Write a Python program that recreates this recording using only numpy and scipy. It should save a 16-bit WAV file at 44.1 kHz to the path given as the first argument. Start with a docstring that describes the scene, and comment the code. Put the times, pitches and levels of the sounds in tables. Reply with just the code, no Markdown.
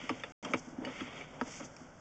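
"""A push cable is fed down a drain line: it rasps and hisses as it slides, its coil rumbles softly.
First knocks on the guide ring short and dull; at 0.32 s all sound drops out for 0.1 s.
A hard knock follows, then soft coil bumps, and the rasp swells around 1 s among lighter knocks.
After another hard knock at 1.4 s the hiss peaks and the sliding fades toward a quiet background.
The sound is narrow-band throughout, with a notch in the treble."""
import sys
import numpy as np
from scipy import signal
from scipy.fft import rfft, irfft, next_fast_len
from scipy.io import wavfile

SR = 44100
rng = np.random.default_rng(int(sys.argv[2]) if len(sys.argv) > 2 else 0)


def generate_wav(signal):
    """Clip the signal to [-1, 1] and save it as 16-bit WAV at the path in sys.argv[1]."""
    frames = np.transpose(np.atleast_2d(signal))
    scaled = np.clip(frames, -1, 1) * 32767
    pcm = np.round(scaled).astype(np.int16)
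    wavfile.write(sys.argv[1], SR, pcm)


N = 88244
T = np.arange(N) / SR
RING_T = np.arange(SR // 5) / SR
ZONE_EDGES_HZ = [400, 1700, 4000]   # bass | middle | bite | treble


def knocks():
    """Hard cable contacts: a bright snap, the body's ring, two cable pings, a deep thud of the frame."""
    # t/s, ring stretch, favoured f/Hz, ping f/Hz, ping level/dB, high ping f/Hz,
    # bass, middle, bite, treble level/dB
    contacts = [(0.0914, 1.13, 241, 1155, -29.5, 5230, -30.5, -30.5, -32, -47.5),
                (0.1969, 0.86, 880, 3220, -45.5, 6070, -67, -56, -48.5, -59),
                (0.235, 0.82, 1860, 3520, -38, 4920, -65, -37, -33, -58),
                (0.4474, 1.06, 1217, 3225, -39, 5760, -44.5, -41, -40, -50),
                (0.5346, 0.96, 600, 2312, -24.5, 6370, -29.5, -25.5, -27.5, -47.5),
                (0.848, 1.1, 1860, 2924, -37.5, 4550, -41.5, -52, -41, -50),
                (1.0054, 1.06, 248, 3286, -44.5, 6200, -34, -38.5, -49, -65),
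                (1.077, 0.87, 555, 2260, -49, 6340, -54, -48, -51.5, -69),
                (1.2087, 1.2, 576, 2270, -42.5, 6250, -73, -48.5, -47.5, -69),
                (1.4116, 0.63, 255, 1304, -23.5, 4800, -32.5, -29, -35.5, -51),
                (1.7645, 0.67, 1295, 2320, -55.5, 5500, -64, -58, -58, -53.5)]
    snap_t60_s, ping_t60_s = 0.0084, 0.038
    out = 0
    for start_s, stretch, favoured_hz, ping_hz, ping_db, high_hz, *zone_db in contacts:
        bass_db, treble_db = zone_db[0], zone_db[-1]
        snap = from_db(treble_db - 11 - 60 * RING_T / snap_t60_s) * band_noise(3200, 8200)
        ping = from_db(ping_db) * mode(ping_hz, ping_t60_s, stretch)
        high_ping = from_db(treble_db + 4) * mode(high_hz, ping_t60_s, stretch)
        thud = from_db(bass_db - 18.5) * mode(hz=107.9, t60_s=0.13, stretch=stretch)
        body = blow(favoured_hz, zone_db, stretch)
        out = out + placed(snap + body + ping + high_ping + thud, start_s)
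    return out


def bumps():
    """Soft coil contacts press on gradually and reach only the lower modes."""
    # t/s, favoured f/Hz, bass level/dB, middle level/dB
    contacts = [(.022, 255, -46.5, -56), (.456, 255, -51, -44.5), (.491, 255, -42.5, -47),
                (.660, 255, -44, -47.5), (0.719, 318, -44, -58), (0.773, 255, -37, -50),
                (.806, 318, -40, -43.5), (.866, 530, -50, -35), (1.013, 255, -40.5, -47),
                (1.465, 255, -42.5, -42.5), (1.597, 555, -44.5, -36.5), (1.619, 255, -47, -45),
                (1.800, 286, -45.5, -46)]
    rise_s = 0.015
    press = np.minimum(RING_T / rise_s, 1)
    return sum(placed(press * blow(favoured_hz, zone_db), start_s)
               for start_s, favoured_hz, *zone_db in contacts)


def blow(favoured_hz, zone_db, stretch=1):
    """A blow excites body modes and a dense clatter; its hardness sets the level of each zone."""
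    # modes of cable and guide: f/Hz, relative level/dB, t60/s
    body_modes = [(255, -3, .11), (318, -1.5, 0.078), (452.8, -0.5, 0.12), (551.7, 3, 0.043),
                  (880, -6, 0.062), (959, -7, 0.14), (1155, -2, 0.081), (1295, 7.5, 0.035),
                  (1337, -2.5, .045), (1622, 1.5, 0.035), (1860, -3, 0.018), (2227, -6, 0.036),
                  (2349, -6, .035), (2771, -11, 0.1), (3046, -7, 0.023), (3360, -15, 0.027),
                  (4833, -2.5, 0.038), (5230, -3.5, 0.067), (6400, 0, 0.028)]
    # clatter band per zone: low f/Hz, high f/Hz
    clatter_bands = [(220, 292), (430, 1400), (1700, 2800), (4600, 7400)]
    favour_db, favour_octaves, spread_db = 7.5, 0.22, 1.5
    ring_db, clatter_db = 0.5, -7
    hz, mode_db, t60_s = np.transpose(body_modes)
    mode_zone = np.searchsorted(ZONE_EDGES_HZ, hz)
    # the contact point favours modes near one pitch
    favour = np.exp(-(np.log2(hz / favoured_hz) / favour_octaves) ** 2)
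    strengths = from_db(mode_db + favour_db * favour + spread_db * rng.standard_normal(len(hz)))
    out = 0
    for zone, db in enumerate(zone_db):
        modes = np.flatnonzero(mode_zone == zone)
        ring = sum(strengths[m] * mode(hz[m], t60_s[m], stretch) for m in modes)
        ring /= np.linalg.norm(strengths[modes])
        low_hz, high_hz = clatter_bands[zone]
        centre_hz = np.sqrt(low_hz * high_hz)
        clatter_t60_s = 0.068 * (1000 / centre_hz) ** 0.18
        clatter = band_noise(low_hz, high_hz) * swell(RING_T / stretch, centre_hz, clatter_t60_s)
        out = out + from_db(db) * (from_db(ring_db) * ring + from_db(clatter_db) * clatter)
    return out


def mode(hz, t60_s, stretch):
    """One resonance at random phase; stretch scales its envelope in time."""
    phase = 2 * np.pi * hz * RING_T + rng.uniform(0, 2 * np.pi)
    return np.sin(phase) * swell(RING_T / stretch, hz, t60_s)


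def swell(t, hz, t60_s):
    """Ring envelope, peak 1. Low notes travel slower along the cable and arrive later."""
    lag_cycles, build_cycles = 0.83, 1.02
    age_s = np.maximum(t - lag_cycles / hz, 0)
    bass_build_s = 0.007 / (1 + (hz / ZONE_EDGES_HZ[0]) ** 4)   # heavy low modes build slowly
    build_s = 0.00077 + build_cycles / hz + bass_build_s
    envelope = (1 - np.exp(-(age_s / build_s) ** 2)) * from_db(-60 * age_s / t60_s)
    return envelope / envelope.max()


def sliding_cable():
    """The turning coil rumbles; the cable rasps and hisses through its guide."""
    # friction spectra: f/Hz, relative density/dB
    rumble_spectrum = [(60, -40.5), (110, -16.5), (200, -1.5), (228, -2), (255, 1), (285, -1), (320, -5),
                       (390, -6.5), (460, -4), (555, -2), (720, -4.5), (1300, -13.5), (2000, -21),
                       (3500, -50)]
    rasp_spectrum = [(300, -28.5), (700, -11.5), (1050, -9.5), (1300, 1), (1700, -7.5), (1950, 2.5),
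                     (2230, 4.5), (2450, -1.5), (2700, -2), (3000, -1), (3300, 0.5), (3800, -14),
                     (5000, -16), (8500, -46.5)]
    hiss_spectrum = [(2000, -22.5), (3600, -17.5), (4600, -4.5), (5500, 4), (6500, 5), (7400, -0.5),
                     (8200, -12), (8900, -35.5)]
    # friction envelopes: t/s, level/dB
    rumble_levels = [(0, -52.5), (.2, -54.5), (.31, -55.5), (.44, -46.5), (.52, -46.5), (.62, -55),
                     (.75, -55.5), (.84, -45), (.9, -46), (.96, -52), (1.2, -51), (1.29, -56.5), (1.4, -51),
                     (1.55, -55), (1.62, -53.5), (1.72, -57), (1.83, -56), (2, -58.5)]
    rasp_levels = [(0, -49.5), (.17, -55.5), (.25, -56.5), (.31, -62), (.44, -53.5), (.57, -56.5),
                   (.62, -66), (.8, -67.5), (.86, -54.5), (.885, -47.5), (.92, -51.5), (1.01, -48.5),
                   (1.05, -51.5), (1.13, -52.5), (1.22, -50.5), (1.26, -59.5), (1.39, -60), (1.46, -57.5),
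                   (1.55, -55), (1.62, -58), (1.7, -66.5), (2, -71)]
    hiss_levels = [(0, -62), (.14, -65), (.29, -68), (.43, -58.5), (.48, -64.5), (.52, -60), (.56, -66),
                   (.592, -50), (.61, -64.5), (.71, -64.5), (.77, -73), (.84, -69), (.92, -63.5),
                   (1.02, -61), (1.1, -68), (1.19, -62.5), (1.27, -70), (1.4, -69.5), (1.45, -60),
                   (1.52, -51.5), (1.6, -55), (1.63, -63), (1.652, -52), (1.68, -67), (1.8, -66),
                   (1.92, -73), (2, -69)]
    rumble = friction(rumble_spectrum, slips_per_s=330, size_db=0.5, smooth_db=11.5,
                      flutter_db=1.0, flutter_hz=10)
    rasp = friction(rasp_spectrum, slips_per_s=1400, size_db=-3.5, smooth_db=7.5,
                    flutter_db=1.2, flutter_hz=31)
    hiss = friction(hiss_spectrum, slips_per_s=4400, size_db=7, smooth_db=7,
                    flutter_db=1.2, flutter_hz=140)
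    return level(rumble_levels) * rumble + level(rasp_levels) * rasp + level(hiss_levels) * hiss


def friction(spectrum, slips_per_s, size_db, smooth_db, flutter_db, flutter_hz):
    """Tiny slips of uneven size over smooth rubbing, fluttering in strength; rms 1."""
    sizes = from_db(size_db * np.minimum(rng.exponential(1, N), 4))
    signs = rng.choice([-1, 1], N)
    slips = rms_one(sizes * signs * (rng.random(N) < slips_per_s / SR))
    force = slips + from_db(smooth_db) * rng.standard_normal(N)
    return coloured(force * from_db(flutter_db * drift(flutter_hz)), spectrum)


def background():
    """Quiet steady noise, mostly low, with a second peak at 1.5 kHz."""
    # noise spectrum: f/Hz, relative density/dB
    spectrum = [(20, 5.5), (45, 6.5), (100, 7), (160, 14.5), (300, -19), (700, -15), (1500, 2.5),
                (3000, -46.5), (8000, -65.5)]
    return from_db(-59) * coloured(rng.standard_normal(N), spectrum)


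def from_db(db):
    """Decibels to gain."""
    return 10 ** (np.asarray(db) / 20)


def rms_one(x):
    """Scale to unit power."""
    return x / np.sqrt(np.mean(x ** 2) + 1e-20)


def level(rows):
    """Gain over time from rows of t/s, level/dB."""
    return from_db(np.interp(T, *np.transpose(rows)))


def drift(corner_hz):
    """Random wander: low-passed noise, rms 1."""
    hop, settle_steps = 40, 2000
    pole = np.exp(-2 * np.pi * corner_hz * hop / SR)
    noise = rng.standard_normal(N // hop + settle_steps + 2)
    slow = signal.lfilter([1], [1, -2 * pole, pole * pole], noise)[settle_steps:]
    return np.interp(np.arange(N) / hop, np.arange(len(slow)), rms_one(slow))


def band_noise(low_hz, high_hz):
    """Band-passed noise, one ring long; rms 1."""
    bandpass = signal.butter(2, [low_hz, high_hz], "band", fs=SR, output="sos")
    return rms_one(signal.sosfilt(bandpass, rng.standard_normal(len(RING_T))))


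def coloured(x, spectrum):
    """Shape x by a spectrum, minimum phase so nothing sounds early; rms 1."""
    size = 2 * next_fast_len(N)
    hz, db = np.transpose(spectrum)
    bin_hz = np.arange(size // 2 + 1) * SR / size
    shape_db = np.interp(np.log(bin_hz + 1), np.log(hz), db)
    cepstrum = irfft(np.log(from_db(shape_db)))
    causal = np.r_[cepstrum[0], 2 * cepstrum[1:size // 2]]
    response = np.exp(rfft(causal, size))
    return rms_one(irfft(rfft(x, size) * response)[:N])


def placed(sound, start_s):
    """A short sound set at its start time."""
    return np.r_[np.zeros(int(start_s * SR)), sound, np.zeros(N)][:N]


def scene():
    """Knocks, bumps and sliding over the background; mono."""
    floor = background()
    return (knocks() + bumps() + sliding_cable() + floor)[None]


def record(dry):
    """Treble notch, one dropout, steep low-pass."""
    notch_hz, width_hz, leak_db = 4031, 405, -22
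    drop_start_s, drop_end_s, cutoff_hz = 0.322, 0.427, 8750
    edges_hz = [notch_hz - width_hz / 2, notch_hz + width_hz / 2]
    notch = signal.butter(2, edges_hz, "bandstop", fs=SR, output="sos")
    notched = signal.sosfilt(notch, dry) + from_db(leak_db) * dry
    live = (T < drop_start_s) | (T > drop_end_s)
    lowpass = signal.ellip(10, 0.2, 80, cutoff_hz, fs=SR, output="sos")
    return signal.sosfilt(lowpass, notched * live)


dry = scene()
out = record(dry)
generate_wav(out)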